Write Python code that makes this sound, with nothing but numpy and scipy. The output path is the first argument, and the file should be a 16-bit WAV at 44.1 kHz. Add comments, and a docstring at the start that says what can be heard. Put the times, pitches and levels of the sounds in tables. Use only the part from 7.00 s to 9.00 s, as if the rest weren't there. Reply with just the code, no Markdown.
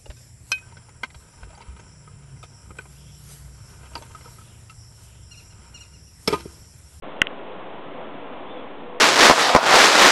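"""A control on a small camera snaps loudly and ticks again, in a quiet garden by a brick wall.
Its parts strike, ring briefly and shake the case. Far traffic murmurs throughout with a wavering hum.
Faint low hoots, perhaps a dove, come from far off, and a small bird whistles once.
All is heard through the camera's microphone, which loses the high treble and overloads on the snap."""
import sys
import numpy as np
from scipy import signal
from scipy.io import wavfile

SR = 44100
rng = np.random.default_rng(int(sys.argv[2]) if len(sys.argv) > 2 else 0)


def materialize(psi):
    """Save the field psi as 16-bit PCM at rate SR to the path in sys.argv[1].

    A 1-D psi becomes a single channel; in a 2-D psi each row is a channel.
    """
    bounded = np.clip(np.atleast_2d(psi).T, -1, 1)
    quanta = np.round(bounded * 32767).astype(np.int16)
    wavfile.write(sys.argv[1], SR, quanta)


N = 88200
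T = np.arange(N) / SR


def from_db(db):
    """Turn decibels into a gain."""
    return 10 ** (np.asarray(db) / 20)


def rms_one(x):
    """Scale a signal so its average strength (rms) is 1."""
    return x / np.sqrt(np.mean(x ** 2) + 1e-20)


def drift(rate_hz):
    """A smooth random wander, about 1 in size."""
    pole = np.exp(-80 * np.pi * rate_hz / SR)
    noise = rng.standard_normal(N // 40 + 2002)   # one value every 40 samples
    slow = signal.lfilter([1], [1, -2 * pole, pole * pole], noise)[2000:]
    return np.interp(np.arange(N) / 40, np.arange(len(slow)), rms_one(slow))


# The tone of the traffic. Each row: frequency in Hz, relative level in dB.
TRAFFIC_TONE = [(30, -25.5), (70, -18.5), (130, -8.5), (230, -2), (550, -0.15), (800, -3), (1130, -5),
                (1400, -12.5), (2200, -15.5), (3400, -17.5), (4200, -19)]
# How the traffic swells and sinks. Each row: time in seconds, level change in dB.
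TRAFFIC_SWELL = [(0, 1), (0.7, 0.1), (1.0, 0.7), (1.3, 0.54), (1.55, 0.9), (1.75, -1), (2.0, -1.2)]

def traffic(level_db=-37.5, flicker_db=0.6):
    """Far traffic murmurs: bands of noise, each flickering a little, swell together."""
    edges = 22 * 2 ** (np.arange(25) / 3)   # in Hz, three bands to an octave
    tone_hz, tone_db = np.transpose(TRAFFIC_TONE)
    noise = rng.standard_normal((2, N + SR // 2))
    murmur = np.zeros(N)
    for k, (low, high) in enumerate(zip(edges, edges[1:])):
        band_pass = signal.butter(2, [low, high], "band", fs=SR, output="sos")
        band = signal.sosfilt(band_pass, noise[k % 2])[-N:]
        band_db = np.interp(np.log(low * high) / 2, np.log(tone_hz), tone_db)
        murmur += band * from_db(band_db + flicker_db * drift(8.7))
    swell_db = np.interp(T, *np.transpose(TRAFFIC_SWELL))
    return rms_one(murmur) * from_db(level_db + swell_db)


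# How loud the hum is. Each row: time in seconds, level in dB.
HUM_LEVEL = [(0, -49), (0.5, -54), (0.9, -53), (1.2, -48.5), (1.7, -48), (2.0, -53)]

def hum(pitch_hz=287, waver_hz=7.2):
    """A faint low hum wavers in loudness and pitch."""
    phase = 2 * np.pi * pitch_hz * T
    tone = rms_one(drift(waver_hz) * np.sin(phase) + drift(waver_hz) * np.cos(phase))
    return from_db(np.interp(T, *np.transpose(HUM_LEVEL))) * tone


def ring(start, hz, ring_s):
    """A struck part rings with one tone, which fades by 60 dB in ring_s seconds."""
    age = np.maximum(T - start, 0)
    return np.sin(2 * np.pi * hz * age) * np.exp(-np.log(1000) * age / ring_s)


# Tiny hits inside the control: three make the snap, the last is the tick.
# Each row: start in seconds, level in dB, pitch in Hz, ring time in seconds.
CONTROL_HITS = [(0.2164, 2.8, 2773, 0.0067), (0.2177, 5, 1907, .0066), (0.2196, -3.5, 1494, .0095),
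                (0.2695, -7, 2920, .003)]
# The tones of the case. Each row: pitch in Hz, level in dB relative to the hit, ring time in seconds.
CASE_TONES = [(1171, -35, .02), (2000, -34, .026), (3090, -34, 0.024)]

def camera_click():
    """Each hit rings and shakes the case; the first also jolts the whole camera with a low knock."""
    hits = sum(from_db(db) * ring(start, hz, ring_s) for start, db, hz, ring_s in CONTROL_HITS)
    hits = signal.sosfilt(signal.butter(2, 1204, "high", fs=SR, output="sos"), hits)   # cut the bass
    case = sum(from_db(hit_db + tone_db) * ring(start, hz, ring_s)
               for start, hit_db, _, _ in CONTROL_HITS
               for hz, tone_db, ring_s in CASE_TONES)
    knock = from_db(-9) * ring(CONTROL_HITS[0][0], hz=265, ring_s=.0105)
    return hits + case + knock + scatter(hits)


def scatter(sound, level_db=-27.5, fade_s=.22):
    """Bricks and leaves throw a sound back as a faint blur of echoes."""
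    tail = rng.standard_normal(N) * from_db(-60 * T / fade_s)
    return from_db(level_db) * signal.fftconvolve(sound, tail / np.linalg.norm(tail))[:N]


# The hoots. Each row: midpoint in seconds, length in seconds, pitch in Hz, peak level in dB.
HOOTS = [(0.49, .13, 509.3, -41.5), (0.991, 0.18, 508, -39), (1.557, 0.15, 505, -37),
         (1.923, 0.23, 490.2, -37.5)]

def hoots(waver=0.0062):
    """Far-off hoots: soft, nearly pure notes that swell and fade."""
    notes = np.zeros(N)
    for middle, length, hz, db in HOOTS:
        swell = np.cos(np.pi * np.clip((T - middle) / length, -.5, .5))
        pitch = hz * (1 + waver * drift(15))
        notes += from_db(db) * swell * np.sin(2 * np.pi * np.cumsum(pitch) / SR)
    return notes


# The shape of the whistle. Each row: time in seconds, pitch in Hz, level in dB.
WHISTLE = [(1.46, 3157, -65.5), (1.485, 3400, -54), (1.505, 3540, -46.5), (1.53, 3565, -49),
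           (1.56, 3450, -52), (1.585, 3340, -52), (1.62, 3330, -71.5)]
# Its echoes off the walls. Each row: delay in seconds, level in dB relative to the whistle.
WALL_ECHOES = [(.011, -13), (.034, -17.5), (.061, -20.5)]

def bird(waver=.005):
    """A small bird's thin whistle rises and falls, and the walls throw it back."""
    times, hz, db = np.transpose(WHISTLE)
    pitch = np.interp(T, times, hz) * (1 + waver * drift(80))
    loudness = np.interp(T, times, from_db(db), left=0, right=0)
    note = loudness * np.sin(2 * np.pi * np.cumsum(pitch) / SR)
    echoes = sum(from_db(echo_db) * np.interp(T - delay, T, note) for delay, echo_db in WALL_ECHOES)
    return note + echoes


def scene():
    """The garden and the camera, added into one channel."""
    return (traffic() + hum() + camera_click() + hoots() + bird())[None]


def record(dry, offset=-.012, ceiling=0.78, hardness=20):
    """The microphone loses the high treble, and overload flattens the loudest peaks."""
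    dull = signal.sosfilt(signal.butter(12, 3552, fs=SR, output="sos"), dry)
    dull = signal.sosfilt(signal.cheby1(8, .3, 4080, fs=SR, output="sos"), dull)
    fade_in = np.clip((T - .022) / .0019, 0, 1)   # 22 ms of silence, then a very quick fade-in
    faded_in = (dull + offset) * fade_in   # the wave sits slightly below zero
    flattened = faded_in / (1 + np.abs(faded_in / ceiling) ** hardness) ** (1 / hardness)
    return signal.sosfiltfilt(signal.cheby1(10, .1, 16000, fs=SR, output="sos"), flattened)


dry = scene()
out = record(dry)
materialize(out)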